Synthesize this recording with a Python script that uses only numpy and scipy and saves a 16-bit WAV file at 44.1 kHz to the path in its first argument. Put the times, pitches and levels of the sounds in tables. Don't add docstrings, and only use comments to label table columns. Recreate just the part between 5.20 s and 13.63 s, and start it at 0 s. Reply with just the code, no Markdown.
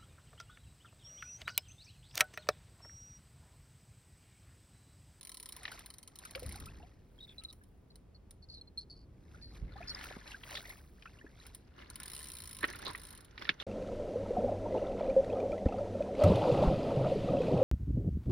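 import sys
import numpy as np
from scipy import signal
from scipy.fft import rfft, irfft, next_fast_len
from scipy.io import wavfile
from scipy.ndimage import uniform_filter1d

SR = 44100
rng = np.random.default_rng(int(sys.argv[2]) if len(sys.argv) > 2 else 0)


def persist_wave(psi):
    counts = np.round(np.clip(psi, -1, 1) * 32767).astype(np.int16)
    wavfile.write(sys.argv[1], SR, np.atleast_2d(counts).T)


N = 371763
TIME = np.arange(N) / SR

# middle of the pair in Hz, width in Hz, average relative level in dB.
REEL_MODES = [(1020, 89, 9), (1316, 47, 7), (2200, 510, 6), (3110, 120, 8.5), (4110, 520, 12),
              (5370, 660, 8.5), (7170, 970, 3.5), (9670, 314, 14), (10310, 1900, 12), (12800, 1600, 7.5),
              (15040, 330, 6)]


def reel(level_db=1.0, snap_t60=0.014, bounce_s=0.0044, bounce_db=-9, body_t60=0.17, body_db=-22,
         steady=0.36, loose=0.51, colour_db=1.7, split=0.34):
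    teeth = ratchet() * undb(level_db)
    t = TIME[:SR // 8]
    bounce = undb(bounce_db) * (t > bounce_s) * fade(np.abs(t - bounce_s), snap_t60)
    decay = fade(t, snap_t60) + bounce + undb(body_db) * fade(t, body_t60)

    alike = signal.fftconvolve(teeth[None], noise(len(t), 0.078) * decay)[:, :N]
    chatter = signal.fftconvolve(teeth, decay)[:N] * noise(N, 0.53)
    blows = steady * alike + loose * chatter

    tooth = np.cumsum(teeth != 0)
    ring = 0
    for hz, width, db in REEL_MODES:
        for side in (-1, 1):
            favour = undb(db + colour_db * rng.standard_normal(tooth[-1] + 1))
            mode = resonate(blows, hz + side * split * width, width)
            ring = ring + side * favour[tooth] * mode / 2

    return signal.sosfilt(signal.butter(2, 850, "high", fs=SR, output="sos"), ring)


# start in seconds, relative level in dB.
NUDGES = [(0.9562, -39), (2.2366, -39.5), (2.327, -42.5), (2.4368, -54.5), (2.7565, -47.5), (3.1084, -43.5),
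          (5.494, -40), (6.2657, -38.5), (6.348, -36.5)]
# time in seconds, teeth per second, relative level of a tooth in dB.
FIRST_WIND = [(0.01, 53.5, -39.0), (0.137, 37.5, -36.0), (0.301, 30.9, -34.0), (0.422, 10.7, -37.0),
              (0.661, 15.4, -36.0), (0.704, 33.0, -38.0), (0.734, 22.9, -39.0), (0.881, 20.9, -40.0)]
SLOW_WIND = [(0.987, 16.9, -38.0), (1.049, 14.7, -37.0), (1.288, 34.8, -37.0), (1.46, 13.4, -39.0)]
QUICK_WIND = [(6.7, 15.2, -35.0), (6.784, 23.0, -33.0), (7.004, 81.6, -37.5), (7.102, 60.8, -36.5),
              (7.371, 51.7, -37.5), (7.553, 32.4, -40.5), (7.67, 32.8, -41.5), (7.857, 59.9, -41.0),
              (8.051, 20.0, -45.0)]
TOOTH_SCATTER_DB = 0.8
PAWL_FALL_S = .0007


def ratchet():
    teeth = np.zeros(N)
    for start, db in NUDGES:
        teeth[int(start * SR)] += undb(db)
    for go in (FIRST_WIND, SLOW_WIND, QUICK_WIND):
        turning = (TIME >= go[0][0]) & (TIME < go[-1][0])
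        teeth_passed = np.cumsum(curve(go) * turning) / SR
        drops = np.flatnonzero(np.diff(np.ceil(teeth_passed)))
        scatter_db = TOOTH_SCATTER_DB * rng.standard_normal(len(drops))
        teeth[drops + int(PAWL_FALL_S * SR)] += undb(curve(go, column=2)[drops] + scatter_db)
    return teeth


# height of the push in seconds, relative level in dB, length in seconds.
STRIDES = [(0.4, -60.5, 0.25), (0.54, -54, 0.33), (1.05, -55, 0.092), (1.33, -55.5, 0.64),
           (2.1, -70.5, 0.42), (4.16, -66.5, 0.33), (4.36, -61.5, 0.14), (4.86, -50, 0.31),
           (5.11, -54, 0.21), (5.35, -47, 0.21), (5.5, -55, 0.26), (5.92, -65.5, 0.56), (6.25, -61.5, 0.31)]
# frequency in Hz, relative gain in dB.
SPRAY = [(150, -3), (350, 3), (700, -6), (1500, -2), (2100, 0.5), (3000, -7), (4200, -1), (5800, -2),
         (8000, -9.5), (13000, -10.5), (16000, -28)]


def wading(cycles=24, spray_db=-2, patter_db=3.0, low_hz=560, high_hz=4000, count=2600):
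    swarm = np.zeros((2, N))
    for when, pitch in rng.random((count, 2)):
        hz = low_hz * (high_hz / low_hz) ** pitch
        add(swarm, when * N / SR, bubble(hz, cycles / hz) * np.sqrt(hz / low_hz))

    unevenness = unit(uniform_filter1d(rng.standard_normal(N), size=180))
    patter = undb(patter_db * unevenness)
    spray = unit(colour(noise(N, 0.021) * patter, SPRAY)) * undb(spray_db)
    push = swells(STRIDES, rise_share=0.53, edge_db=13.5, roundness=1.28)
    return unit(unit(colour(swarm, SPRAY)) + spray) * push


def bubble(hz, t60, rise=0.26, port_spread=1.0):
    t = TIME[:int(t60 * SR)]
    phase = 2 * np.pi * np.cumsum(hz * (1 + rise * t / t60)) / SR
    tone = np.sin(phase + port_spread * rng.standard_normal((2, 1)))
    return tone * fade(t, t60) * (1 - np.exp(-t * hz))


# start in seconds, relative level in dB, starting pitch in Hz.
BUBBLES = [(0.518, -41, 1415), (1.053, -40, 1415), (1.154, -33.5, 503), (1.221, -37, 473),
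           (1.352, -46, 760), (1.467, -43.5, 1245), (1.484, -48, 2450), (1.6, -51, 790), (1.626, -54, 2660),
           (1.63, -46.5, 674), (2.413, -56.5, 1570), (4.145, -51.5, 1370), (4.557, -44, 760),
           (4.582, -43.5, 1160), (4.603, -39.5, 657), (4.628, -45, 2390), (4.770, -40, 1860),
           (5.129, -50, 1800), (5.143, -38, 1520), (5.453, -41, 1900), (5.5, -37, 1934),
           (5.857, -39.5, 1300), (5.873, -50, 2440), (5.987, -53, 2690), (6.012, -49, 1710),
           (6.064, -45, 1630), (6.199, -51, 3840)]
PLOP_T60_S = 0.06


def bubbles(level_db=2, rise=0.367, gurgle=0.4):
    out = np.zeros((2, N))
    for start, db, hz in BUBBLES:
        plop = bubble(hz, PLOP_T60_S * np.sqrt(10 ** 3 / hz), rise)
        flutter = unit(uniform_filter1d(rng.standard_normal(plop.shape[-1]), size=110))
        swell = 1 - np.exp(-TIME[:len(flutter)] * hz / 2)
        add(out, start, plop * swell * (1 + gurgle * flutter) * undb(db + level_db))
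    return out


# loudest moment in seconds, relative level in dB, length in seconds.
SIZZLES = [(2.08, -76.5, 0.89), (4.845, -56, .05), (5.33, -61.5, 0.52)]


def bright_sizzle(patter_db=5.0):
    unevenness = unit(uniform_filter1d(rng.standard_normal(N), size=90))
    pattering = noise(N, 0.14) * undb(patter_db * unevenness)
    sizzle = signal.sosfilt(signal.butter(4, 8500, "high", fs=SR, output="sos"), pattering)
    return unit(sizzle) * swells(SIZZLES, rise_share=0.29, edge_db=13, roundness=2.0)


# moment of the greatest weight in seconds, relative level in dB, length in seconds.
SCUFFS = [(4.59, -65, 0.28), (4.76, -53, 0.54), (6.605, -53, 0.083), (6.9, -55.5, 0.73), (7.44, -49, 0.076),
          (7.495, -41.5, 0.038), (7.56, -49.5, 0.064), (7.66, -47, 0.2), (7.695, -44, 0.022), (7.8, -59, 1),
          (8.225, -49, 0.13), (8.295, -53, 0.097), (8.42, -46.5, 0.049)]
# frequency in Hz, relative gain in dB.
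SHINGLE = [(150, -1), (350, 2), (650, -3), (1100, -3), (1900, -1.5), (3000, -11.5), (3900, -8.5),
           (6000, -18), (8000, -30), (10000, -22.5), (16000, -32)]


def shingle(per_second=700, spread_db=5.5, sand_db=-5, count=14):
    taps = np.zeros((2, N))
    t = TIME[:SR // 30]
    for hz in np.geomspace(600, 6000, count):
        hits = rng.random(N) < per_second / count / SR
        sizes = undb(spread_db * np.minimum(rng.exponential(size=N), 3.5))
        burst = noise(len(t), 0.6) * fade(t, 0.027)
        tap = unit(burst) + unit(resonate(burst, hz, hz / 9)) * np.sqrt(hz / 3000)
        taps += signal.oaconvolve((hits * sizes)[None], tap)[:, :N]
    sand = unit(colour(noise(N, 0.37), SHINGLE))
    weight = swells(SCUFFS, rise_share=0.4, edge_db=11.0, roundness=1.26)
    return unit(unit(colour(taps, SHINGLE)) + undb(sand_db) * sand) * weight


# start in seconds, relative level in dB, basic pitch in Hz, top frequency in Hz.
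KNOCKS = [(0.453, -28.5, 1934, 5330), (0.479, -34, 1870, 4200), (1.15, -29, 2260, 5330),
          (1.177, -42, 1300, 2200), (4.811, -36, 1400, 3000), (4.84, -37, 1340, 5240),
          (4.924, -40, 1910, 3000), (5.076, -39, 4080, 5500), (5.235, -36.5, 3210, 4290),
          (5.318, -38, 3020, 3800), (5.352, -32, 2180, 5500), (5.371, -34.5, 1810, 4830),
          (5.823, -43.5, 2430, 4500), (5.856, -37.5, 1320, 2190), (6.258, -46, 1410, 2490),
          (7.4306, -21, 1800, 2200), (7.4408, -14, 1900, 2400), (8.2912, -13.5, 1712, 4800),
          (7.534, -35, 2000, 2300), (7.749, -25.5, 1970, 1950), (8.178, -34.5, 1870, 5400),
          (8.221, -34.5, 1540, 4200), (8.252, -34, 1850, 4500), (8.279, -47, 1820, 4600),
          (8.4, -38.5, 1880, 5070)]


def stones(level_db=-1):
    out = np.zeros((2, N))
    for start, db, hz, top_hz in KNOCKS:
        contact = signal.butter(3, top_hz, fs=SR, output="sos")
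        add(out, start, signal.sosfilt(contact, clack(hz)) * undb(db + level_db))
    return signal.sosfilt(signal.butter(6, 5800, fs=SR, output="sos"), out)


# multiple of its basic pitch, relative level in dB, time to fade by 60 dB in seconds.
PEBBLE_MODES = [(.64, 0.5, 0.01), (1, 7.5, 0.015), (1.28, -2, 0.026), (1.72, 10.5, 0.0018),
                (2.12, 12.5, 0.0054), (2.9, 3, 0.0057)]


def clack(hz, grit_db=-9, grit_t60=0.049, bed_db=-27, bed_t60=0.062):
    t = TIME[:SR // 10]
    ring = 0
    for multiple, db, t60 in PEBBLE_MODES:
        pitch = hz * multiple * (1 + 0.02 * rng.standard_normal())
        phase = 2 * np.pi * pitch * t + .3 * rng.standard_normal((2, 1))
        ring = ring + undb(db) * fade(t, t60) * np.sin(phase)
    grit = unit(resonate(resonate(noise(len(t), 0.73), 2370, 2100), 2200, 3600))
    grit_decay = undb(grit_db) * fade(t, grit_t60) + undb(bed_db) * fade(t, bed_t60)
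    return (ring / 2 + grit * grit_decay) * (1 - np.exp(-t / 0.00056))


# start in seconds, relative level in dB, pitch in Hz, length of the drag in seconds.
GRATES = [(2.07, -68, 2480, 0.081), (2.211, -57, 2700, 0.0058), (5.113, -50.5, 2930, 0.014),
          (5.352, -35, 3680, 0.0051), (7.422, -37, 1470, 0.018), (7.647, -38.5, 3840, 0.028),
          (7.658, -41, 1030, 0.036), (8.392, -41.5, 3560, 0.023)]


def grates(level_db=-2, per_second=260, slip_t60=0.018, width=0.24, tail_t60=0.093):
    out, t = np.zeros((2, N)), TIME[:SR // 8]
    for start, db, hz, length in GRATES:
        rub = noise(len(t), 0.74) * slips(len(t), per_second, slip_t60, scatter_db=-6)
        ring = unit(resonate(resonate(rub, hz, width * hz), hz, width * hz))
        push = np.minimum(t / (0.5 * length), 1) * fade(np.maximum(t - length, 0), tail_t60)
        add(out, start, undb(db + level_db) * ring * push)
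    return out


# start in seconds, relative level in dB, pitch in Hz, time to fade by 60 dB in seconds.
DULL_SOUNDS = [(1.254, -37.5, 67, 0.2), (1.414, -38.5, 73, 0.12), (1.579, -44, 62, 0.086),
               (4.414, -32, 52, 0.15), (4.451, -45, 37.5, 0.2), (4.908, -43, 550, 0.023),
               (4.966, -28.5, 210, 0.014), (4.964, -46, 667, 0.025), (6.04, -50, 270, 0.07),
               (7.434, -41.5, 335, 0.074), (7.659, -48.5, 430, 0.09), (8.294, -40, 219, 0.06)]


def dull_sounds(rough=1.0):
    out, t = np.zeros((2, N)), TIME[:SR // 3]
    for start, db, hz, t60 in DULL_SOUNDS:
        rumble = unit(resonate(resonate(noise(len(t), 0.18), hz, hz), hz, hz))
        body = np.sin(2 * np.pi * hz * t) + rough * rumble
        onset = 2 * (1 - np.exp(-t * hz))
        add(out, start, undb(db) * body * fade(t, t60) * onset)
    return out


# start in seconds, relative level in dB, middle pitch in Hz, length in seconds,
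# roughness from 0 to 1 (anything higher counts as 1).
SQUEAKS = [(1.987, -53, 3260, 0.013, 0.4), (2.003, -46.5, 3710, 0.026, 0.45),
           (2.025, -43.5, 3780, 0.036, 0.4), (2.077, -51, 3490, 0.065, 0.46),
           (2.181, -42, 3970, 0.032, 0.3), (2.249, -36, 4000, 0.012, 0.14), (2.285, -47, 3980, 0.038, 0.52),
           (2.702, -53, 4190, 0.022, 0.87), (2.946, -58, 4360, 0.033, 0.34), (3.223, -55, 4380, 0.036, 0.4),
           (3.286, -48.5, 4330, 0.12, 0.68), (3.338, -47, 4250, 0.04, 0.57),
           (3.371, -48.5, 4080, 0.034, 0.45), (3.412, -44.5, 4200, 0.013, 0),
           (3.474, -53, 4220, 0.018, 0.2), (3.575, -32.5, 4240, 0.032, 0.3),
           (3.591, -47, 4360, 0.057, 0.55), (3.698, -47.5, 4420, 0.061, 0.47),
           (3.753, -62, 4520, 0.11, 0.77), (4.212, -51, 4360, 0.13, 0.52),
           (4.673, -42.5, 4980, 0.048, 0.87), (4.674, -39, 4380, 0.022, .7), (4.694, -36, 4260, 0.037, 0.2),
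           (4.747, -40, 4920, 0.0095, 1.1), (2.197, -65.5, 1270, 0.18, 0.54)]
SQUEAK_TAIL_T60_S = .2


def squeaks(waver=0.023, droop=0.028, per_second=85, slip_t60=0.051, rasp_width=0.12,
            tick_db=-12, overtone_db=-24, tail_db=-23, port_lead=1.15):
    out, t = np.zeros((2, N)), TIME[:SR // 5]
    for start, db, hz, length, rough in SQUEAKS:
        rough = np.clip(rough, 0, 1)
        progress = np.minimum(t / length, 1)
        jerks = slips(len(t), per_second, slip_t60, scatter_db=2)

        wobble = unit(uniform_filter1d(rng.standard_normal(len(t)), size=200))
        pitch = hz * (1 + waver * rough * wobble + droop * (.5 - progress))
        port_phase = np.array([[port_lead], [0]]) + .5 * rng.standard_normal((2, 1))
        phase = 2 * np.pi * np.cumsum(pitch) / SR + port_phase

        kicks = rng.standard_normal((2, len(t))) * jerks
        band = signal.butter(4, rasp_width * hz / 2, fs=SR, output="sos")
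        rasp = unit(signal.sosfilt(band, kicks)) / np.sqrt(2)
        flutter = 1 - rough + rough * (rasp[0] + 1j * rasp[1])
        tone = np.imag(flutter * (np.exp(1j * phase) + undb(overtone_db) * np.exp(2.2j * phase)))

        ticks = noise(len(t), 0.87) * jerks ** 2
        for _ in range(2):
            ticks = resonate(ticks, 1.096 * hz, 0.24 * hz)
        tail = undb(tail_db) * progress * fade(t, SQUEAK_TAIL_T60_S)
        push = np.sin(np.pi * progress ** 0.43) + tail
        add(out, start, undb(db) * (tone + undb(tick_db) * rough * unit(ticks)) * push)
    return out


# time in seconds, relative level in dB.
WIND = [(0.0, -66), (0.55, -60.5), (1.08, -63), (1.16, -52.5), (1.45, -47), (1.7, -57.5), (3.1, -58.5),
        (4.2, -53), (4.46, -48.5), (5.0, -56.5), (6.6, -58), (7.5, -53.5), (8.43, -60)]
# frequency in Hz, relative gain in dB.
RUMBLE = [(20, -20.5), (35, -1.5), (62, 2), (140, -9), (450, -22), (900, -42.5), (2000, -49), (8000, -89)]
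AIR = [(30, -20), (200, 1.5), (400, -2.5), (1600, -20), (6000, -31), (10000, -34.5), (16000, -37.5)]


def breeze(rumble_db=-1, air_db=-68):
    rumble = unit(colour(noise(N, 0.1), RUMBLE)) * undb(curve(WIND) + rumble_db)
    wash = unit(colour(noise(N, 0.59), AIR)) * undb(air_db)
    return rumble + wash


def swells(rows, rise_share, edge_db, roundness):
    power = np.zeros(N)
    for peak, db, length in rows:
        near = np.abs(TIME - peak) < 2 * length
        t = (TIME[near] - peak) / length
        away = np.maximum(-t / rise_share, t / (1 - rise_share))
        power[near] += undb(db - edge_db * away ** roundness) ** 2
    return np.sqrt(power)


def slips(size, per_second, t60, scatter_db):
    gaps, sizes = rng.random(64), rng.standard_normal(64)
    moments = np.cumsum(np.r_[0, .5 + gaps[1:]]) / per_second
    at = (moments * SR).astype(int)
    jerks = np.zeros(size)
    jerks[at[at < size]] = undb(scatter_db * sizes[at < size])
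    return unit(signal.lfilter([1], [1, -fade(1 / SR, t60)], jerks))


def undb(db):
    return 10 ** (np.asarray(db) / 20)


def unit(x):
    return x / np.sqrt(np.mean(x ** 2))


def curve(rows, column=1):
    rows = np.array(rows)
    return np.interp(TIME, rows[:, 0], rows[:, column])


def fade(t, t60):
    return np.exp(-np.log(1000) * t / t60)


def noise(size, apart):
    mid, side = rng.standard_normal((2, size))
    return unit(np.array([mid + apart * side, mid - apart * side]))


def colour(x, points):
    size = next_fast_len(x.shape[-1] + 4096, True)
    hz, db = np.transpose(points)
    log_hz = np.log(np.fft.rfftfreq(size, 1 / SR) + 1)
    log_gain = np.log(undb(np.interp(log_hz, np.log(hz), db)))
    cepstrum = irfft(log_gain, size)
    cepstrum[1:size // 2] *= 2
    cepstrum[size // 2 + 1:] = 0
    return irfft(rfft(x, size) * np.exp(rfft(cepstrum)), size)[..., :x.shape[-1]]


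def resonate(x, hz, width_hz):
    return signal.lfilter(*signal.iirpeak(hz, hz / width_hz, fs=SR), x)


def add(out, start, sound):
    i = max(int(start * SR), 0)
    out[:, i:i + sound.shape[-1]] += sound[..., :N - i]


def lead(x, points):
    shift = np.interp(np.fft.rfftfreq(N, 1 / SR), *np.transpose(points))
    return np.array([x[0], irfft(rfft(x[1]) * np.exp(-1j * shift), N)])


# time in seconds, extra level of left over right in dB.
BEARING = [(6.3, 2), (7.45, -2.5), (8.4, -2.5)]
# frequency in Hz, phase by which the left leads in radians.
FOOT_PHASE = [(0, 0), (350, -.3), (600, -2.8), (950, -4.5), (1500, -6), (2400, -6.28)]


def scene():
    pan = undb(curve(BEARING) * np.array([[1], [-1]]) / 2)
    steps = pan * lead(stones() + grates() + shingle(), FOOT_PHASE)
    water = wading() + bubbles()
    return reel() + steps + dull_sounds() + water + bright_sizzle() + squeaks() + breeze()


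# frequency in Hz, phase by which the left leads in radians.
PORT_PHASE = [(0, 0), (1600, -.2), (2400, .5), (5400, .5), (6500, 3), (8100, 3.3), (9200, 6.2),
              (11600, 6.5), (12400, 9.2), (14400, 9.5), (15400, 12.3)]
TOP_HZ = 16200


def record(dry):
    top_cut = signal.ellip(8, .2, 70, TOP_HZ, fs=SR, output="sos")
    return signal.sosfilt(top_cut, lead(dry, PORT_PHASE))


dry = scene()
out = record(dry)
persist_wave(out)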